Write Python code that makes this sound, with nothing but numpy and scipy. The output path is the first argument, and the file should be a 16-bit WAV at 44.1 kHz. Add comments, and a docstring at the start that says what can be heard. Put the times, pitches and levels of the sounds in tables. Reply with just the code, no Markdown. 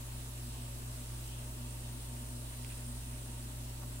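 """A faint fizz over a low hum: a model volcano foams on a table in a quiet room.
Tiny bubbles burst in the foam, each a brief damped oscillation; their sizzle climbs in pitch and
swells once into a crackle. A hand makes a few faint clicks and rubs. Behind them a motor, probably
a fridge or air conditioner, drones with mains hum and a thin whine over moving air."""
import sys
import numpy as np
from scipy import signal
from scipy.fft import rfft, irfft
from scipy.io import wavfile
from scipy.ndimage import uniform_filter1d

SR = 44100
rng = np.random.default_rng(int(sys.argv[2]) if len(sys.argv) > 2 else 0)


def put_to_file(sound):
    """Save the sound as 16-bit audio at rate SR, in the file named by the first command-line argument."""
    columns = np.atleast_2d(sound).T  # one column per channel
    safe = np.clip(columns, -1, 1)
    whole_steps = np.round(safe * 32767)
    wavfile.write(sys.argv[1], SR, whole_steps.astype(np.int16))


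N = 176400
TIME = np.arange(N) / SR

# The climbing sizzle. Each row: time in seconds, centre in Hz, right level in dB.
SIZZLE = [(0, 7700, -74), (.45, 7750, -68), (.56, 7780, -61), (.86, 7880, -63), (1, 8430, -60.5),
          (1.5, 8560, -61), (1.95, 8880, -57.2), (2.25, 8980, -58), (2.55, 9080, -57.8), (2.82, 9200, -57),
          (3.2, 9280, -59), (3.5, 9200, -63), (3.7, 9100, -74), (4, 9000, -74)]
# The crackle of larger bubbles. Each row: time in seconds, right level in dB.
CRACKLE = [(0, -80), (1.6, -72), (2.1, -63), (2.6, -63), (2.68, -56), (2.9, -55.5), (3.05, -62), (3.5, -66),
           (4, -80)]
# The bright hiss. Each row: time in seconds, left level in dB, right level in dB.
BRIGHT_HISS = [(0, -56, -57.5), (1.4, -56.5, -57), (2.55, -55.5, -58), (2.75, -55.5, -56.5),
               (3.1, -58, -58), (3.45, -56.5, -55), (3.72, -58, -58), (4, -57, -55)]
# Ticks of hand and bubbles. 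Each row: start in seconds, right gain in dB, ring in Hz,
# left minus right in dB.
CLICKS = [(.205, -44, 1300, -6), (1.514, -42, 14500, -2), (2.168, -41, 2100, -10),
          (2.6474, -29.3, 2600, -14), (3.442, -42, 2300, -10), (3.835, -40.5, 1050, 0)]
# Rubs and spurts of foam. Each row: start in seconds, length in seconds, right level in dB,
# centre in Hz, width in Hz, left minus right in dB.
RUSTLES = [(.42, .3, -61, 3400, 550, -4), (.535, .06, -68.5, 950, 110, 11), (1.2, .28, -61.5, 3000, 300, 0),
           (1.495, .05, -60, 14800, 900, -2), (2.52, .04, -55, 2300, 550, -6),
           (2.685, .06, -55.5, 2300, 550, -5), (2.76, .045, -60, 2100, 450, -5),
           (3.81, .045, -54.5, 950, 450, -1)]
# Drone and whine. Each row: multiple of the shaft speed, left level in dB, right level in dB.
SHAFT_ORDERS = [(1, -47.3, -47.2), (2, -72, -73), (3, -77, -76), (5, -72, -75), (6, -65.5, -72.5),
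                (35, -89, -89), (46, -94, -83), (47, -92, -83), (48, -85, -84), (49, -85, -80),
                (50, -85, -82), (52, -97, -82), (53, -85, -79), (54, -86, -85), (55, -85, -85),
                (62, -87, -82), (69, -84, -96), (70, -89, -82), (71, -84, -82), (72, -84, -83),
                (74, -88, -85), (78, -88, -86), (79, -89, -84), (82, -97, -85), (87, -90, -85),
                (97, -90, -88)]
# Magnetic hum. Each row: multiple of the mains frequency, left level in dB, right level in dB.
MAINS_HARMONICS = [(2, -46.5, -46.7), (4, -60.7, -62.5), (6, -77, -78), (10, -72.5, -71.5), (12, -82, -84),
                   (14, -74, -77), (16, -81, -82), (18, -80, -87), (22, -74, -73), (30, -88, -85),
                   (40, -98, -84), (42, -96, -77)]
# The swell of the fourth mains harmonic. Each row: time in seconds, gain in dB.
HUM_SWELL = [(0, -0.5), (1.2, -1.5), (1.7, 3.5), (2.5, 1.5), (3.2, 0), (4, -2.5)]
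# Base spectrum of the moving air. Each row: frequency in Hz, left and right density in dB per Hz.
AIR_SPECTRUM = [(15, -84, -85), (34.6, -86, -86), (55, -78, -72), (85.5, -81, -84), (114, -79, -80),
                (183, -83, -87), (243, -81.5, -78), (298, -80.5, -87), (407, -87.5, -84), (557, -94, -90.5),
                (562, -87, -83.5), (690, -87.5, -90.5), (756, -91.5, -92), (1160, -89, -90.5),
                (1240, -93, -91), (1520, -93.5, -93), (2360, -97.5, -94), (2680, -93, -90.5),
                (3230, -94.5, -93), (3760, -93, -93), (4800, -94.5, -95), (5560, -94.5, -94),
                (7600, -93, -97), (11200, -95, -95.5), (11800, -93.5, -95), (12600, -95.5, -98.5),
                (15100, -98.5, -96), (15900, -95, -95)]
# Resonances stirred by the air. Each row: centre in Hz, width in Hz, left and right level in dB.
AIR_RESONANCES = [(246.7, 7.7, -60.5, -64), (920.6, 14.4, -63.5, -101)]
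# Likeness of the air at the two ears. Each row: frequency in Hz, coherence, right lead in radians.
AIR_COHERENCE = [(50, .99, -0.5), (192, 1, 0), (397, 0.49, 1.0), (597, 0.76, -0.03), (860, 0.36, 1.2),
                 (1230, 0.34, 2.7), (1710, 0.14, 4), (3280, 0.18, 3.5), (4830, 0.23, 3), (7800, 0.045, 1),
                 (13000, 0.12, 4), (16000, 0.33, 6)]
# Slow shading of the treble. Each row: time in seconds, left gain in dB, right gain in dB.
TREBLE_GAIN = [(0, -0.5, 1.5), (1.3, 0.1, 0.8), (1.8, -0.5, 0), (2.8, 0, 1), (3.3, 0, -0.2),
               (3.7, -0.7, -0.5), (4, 0, -0.5)]
# A band on the right, thinned until near the end. Each row: time in seconds, centre in Hz, gain in dB.
GLIDING_BAND = [(0, 14000, -4), (1.4, 13700, -2.5), (1.9, 12900, -4), (2.9, 12400, -5.5), (3.4, 12200, -3),
                (4, 11600, 2)]


def bubble_pops(pops_per_s=400, spread_db=2.7, decay_cycles=5.7):
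    """Bubbles burst as a Poisson process, each a damped oscillation of a few cycles."""
    t, out = np.arange(256) / SR, np.zeros((2, N))
    pitches_hz = np.geomspace(7520, 13700, 16)
    for hz in pitches_hz:
        strength = amp(spread_db * np.minimum(rng.exponential(1, N), 4.5))
        impulses = strength * (rng.random(N) < pops_per_s / len(pitches_hz) / SR)
        ping = np.exp(-t * hz / decay_cycles) * np.sin(2 * np.pi * (hz * t + rng.random((2, 1))))
        out += signal.oaconvolve(impulses[None], ping, axes=1)[:, :N]
    return amp([[-64], [-61]]) * unit_rms(out)


def foam_sizzle():
    """Shot noise on the right: dense bursts ring a narrow, rising band and sparse ones a wider band."""
    centre_hz, db = curves(SIZZLE, TIME)
    sizzle = amp(db) * bursts(per_s=2500, hz=centre_hz, width_hz=540)
    crackle = amp(curves(CRACKLE, TIME)[0]) * bursts(per_s=260, hz=np.full(N, 8550), width_hz=1300)
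    return (sizzle + crackle) * amp([[-12], [0]])


def bursts(per_s, hz, width_hz, spread_db=3):
    """Impulse excitation: random bursts, a few of them large, drive two like resonators in series."""
    strength = amp(spread_db * np.minimum(rng.exponential(1, N), 3.5))
    impulses = strength * (rng.random(N) < per_s / SR)
    return unit_rms(resonate(resonate(impulses, hz, width_hz), hz, width_hz))


def bright_hiss(flicker_db=1.0, waver_db=.25):
    """Band-limited noise, pitched differently in each ear, flickers by random amplitude modulation."""
    hz, t, noise = signal.stft(rng.standard_normal((2, N)), SR, nperseg=512)
    bands = np.array([bell(hz, centre=9650, width=640), bell(hz, centre=8170, width=620)])
    power = amp(curves(BRIGHT_HISS, t))[:, None] ** 2 * bands[:, :, None]
    flicker = amp(flicker_db * patches(noise.shape, size=7))
    hiss = signal.istft(noise * np.sqrt(power * SR / 2) * flicker, SR, nperseg=512)[1][:, :N]
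    return hiss * amp(waver_db * drift(rate_hz=26))


def clicks(snap_hz=8000, snap_s=.00009, ring_s=.0004):
    """Heavily damped transients: the hand and larger bubbles give a snap and a very short ring."""
    out, t = np.zeros((2, N)), np.arange(512) / SR
    snap = 1.1 * np.exp(-t / snap_s) * np.sin(2 * np.pi * snap_hz * t)
    for start, db, hz, pan_db in CLICKS:
        ring = np.exp(-t / ring_s) * np.sin(2 * np.pi * hz * t)
        add(out, start, amp([[db + pan_db], [db]]) * (ring - snap))
    return out


def rustles():
    """Soft rubs and spurts of foam are bands of noise under half-sine envelopes."""
    out, hz = np.zeros((2, N)), np.fft.rfftfreq(N, 1 / SR)
    for start, length, db, centre, width, pan_db in RUSTLES:
        noise = rfft(rng.standard_normal((2, N)))
        grit = unit_rms(irfft(noise * np.sqrt(bell(hz, centre, width)), N))
        stroke = np.sin(np.pi * np.clip((TIME - start) / length, 0, 1))
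        out += amp([[db + pan_db], [db]]) * stroke * grit
    return out


def motor(mains_hz=60.04, shaft_hz=56.0, fan_hz=22.4, speed_jitter=.0004):
    """Two harmonic series and a slow fan; the hum beats as the rotor slips behind the mains."""
    shaft_turns = shaft_hz * np.cumsum(1 + speed_jitter * drift(rate_hz=3)) / SR
    mains_cycles = mains_hz * TIME
    beat = np.sin(2 * np.pi * (mains_cycles - shaft_turns + rng.random()))
    out = sum(partial(k * shaft_turns, k * shaft_hz, *db) for k, *db in SHAFT_ORDERS)
    for k, *db in MAINS_HARMONICS:
        throb = (1 + .44 * beat) * amp(curves(HUM_SWELL, TIME)) if k == 4 else 1 + .14 * beat
        out += throb * partial(k * mains_cycles, k * mains_hz, *db)
    return out + partial(fan_hz * TIME, fan_hz, left_db=-61, right_db=-61)


def partial(cycles, hz, left_db, right_db, bass_hz=180, diffuse_hz=920):
    """Interaural differences: a motor tone above the bass lags on the left; high ones waver apart."""
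    lag_s = .00045 / (1 + (bass_hz / hz) ** 2) ** 2
    phase = 2 * np.pi * (rng.random() - np.array([[hz * lag_s], [0]]))
    each_ear_db = 1.4 * min(hz / diffuse_hz, 1) ** 2 * np.array([drift(rate_hz=3), drift(rate_hz=3)])
    shared_db = (.12 + 2.2 * (bass_hz < hz < diffuse_hz)) * drift(rate_hz=3)
    level_db = np.array([[left_db], [right_db]]) + shared_db + each_ear_db
    return np.sqrt(2) * amp(level_db) * np.sin(2 * np.pi * cycles + phase)


def moving_air():
    """Steady broadband noise, coherent between the ears in the bass, excites two hollow resonances."""
    hz = np.fft.rfftfreq(N, 1 / SR)
    left, independent = rfft(rng.standard_normal((2, N)))
    coherence, lead = curves(AIR_COHERENCE, hz, np.log1p)
    coherence = np.clip(coherence, -1, 1)
    right = coherence * np.exp(1j * lead) * left + np.sqrt(1 - coherence ** 2) * independent
    power = amp(curves(AIR_SPECTRUM, hz, np.log1p)) ** 2
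    for centre, width, *db in AIR_RESONANCES:
        lorentzian = 2 / (np.pi * width) / (1 + (2 * (hz - centre) / width) ** 2)
        power += amp(db)[:, None] ** 2 * lorentzian
    return irfft(np.array([left, right]) * np.sqrt(power * SR / 2), N)


def treble_flicker(x, corner_hz=2200, flicker_db=1.55, band_width_hz=610):
    """Time-varying filtering: the treble flickers, and a dip glides down on the right, then fills."""
    hz, t, spectrum = signal.stft(x, SR, nperseg=512)
    treble = (hz ** 2 / (hz ** 2 + corner_hz ** 2))[:, None]
    db = treble * curves(TREBLE_GAIN, t)[:, None]
    db += np.sqrt(treble) * flicker_db * patches(spectrum.shape, size=12)
    centre, band_db = curves(GLIDING_BAND, t)
    db[1] += band_db * np.exp(-.5 * ((hz[:, None] - centre) / band_width_hz) ** 2)
    return signal.istft(spectrum * amp(db), SR, nperseg=512)[1][:, :N]


def resonate(x, hz, width_hz):
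    """A resonator of unit gain whose natural frequency follows the curve hz."""
    carrier = np.exp(2j * np.pi * np.cumsum(hz) / SR)
    pole = np.exp(-np.pi * width_hz / SR)
    return 2 * (carrier * signal.lfilter([1 - pole], [1, -pole], x / carrier + 1e-18)).real


def drift(rate_hz):
    """Low-pass filtered noise gives slow random motion of rms 1."""
    step = 256
    count = N // step + 2
    hz = np.fft.rfftfreq(count, step / SR)
    slow = irfft(rfft(rng.standard_normal(count)) * (hz > 0) / (1 + (hz / rate_hz) ** 2) ** 2, count)
    return np.interp(np.arange(N) / step, np.arange(count), unit_rms(slow))


def patches(shape, size):
    """Moving averages over frequency and time turn noise into blotches of rms 1."""
    across_frequency = uniform_filter1d(rng.standard_normal(shape), size=size, axis=1)
    return unit_rms(uniform_filter1d(across_frequency, size=size, axis=2))


def bell(hz, centre, width):
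    """A Gaussian power spectrum of unit area."""
    return np.exp(-.5 * ((hz - centre) / width) ** 2) / (width * np.sqrt(2 * np.pi))


def curves(table, at, warp=np.asarray):
    """Linear interpolation along the first column gives a curve for each of the others."""
    x, *values = np.transpose(table)
    return np.array([np.interp(warp(at), warp(x), v) for v in values])


def add(mix, start_s, sound):
    """Superposes a stereo sound on the mix."""
    part = mix[:, round(start_s * SR):][:, :sound.shape[1]]
    part += sound[:, :part.shape[1]]


def amp(db):
    """Decibels to amplitude ratio."""
    return 10 ** (np.asarray(db) / 20)


def unit_rms(x):
    """Normalises to rms 1."""
    return x / np.sqrt(np.mean(x ** 2) + 1e-20)


def scene():
    """Superposition: the pressures from room, foam and hand add."""
    return (motor() + treble_flicker(moving_air() + bubble_pops())
            + bright_hiss() + foam_sizzle() + clicks() + rustles())


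def record(dry, cutoff_hz=15800):
    """A steep low-pass filter limits the bandwidth."""
    lowpass = signal.firwin(1023, cutoff_hz, window=("kaiser", 9), fs=SR)
    return signal.oaconvolve(dry, lowpass[None], "same")


dry = scene()
out = record(dry)
put_to_file(out)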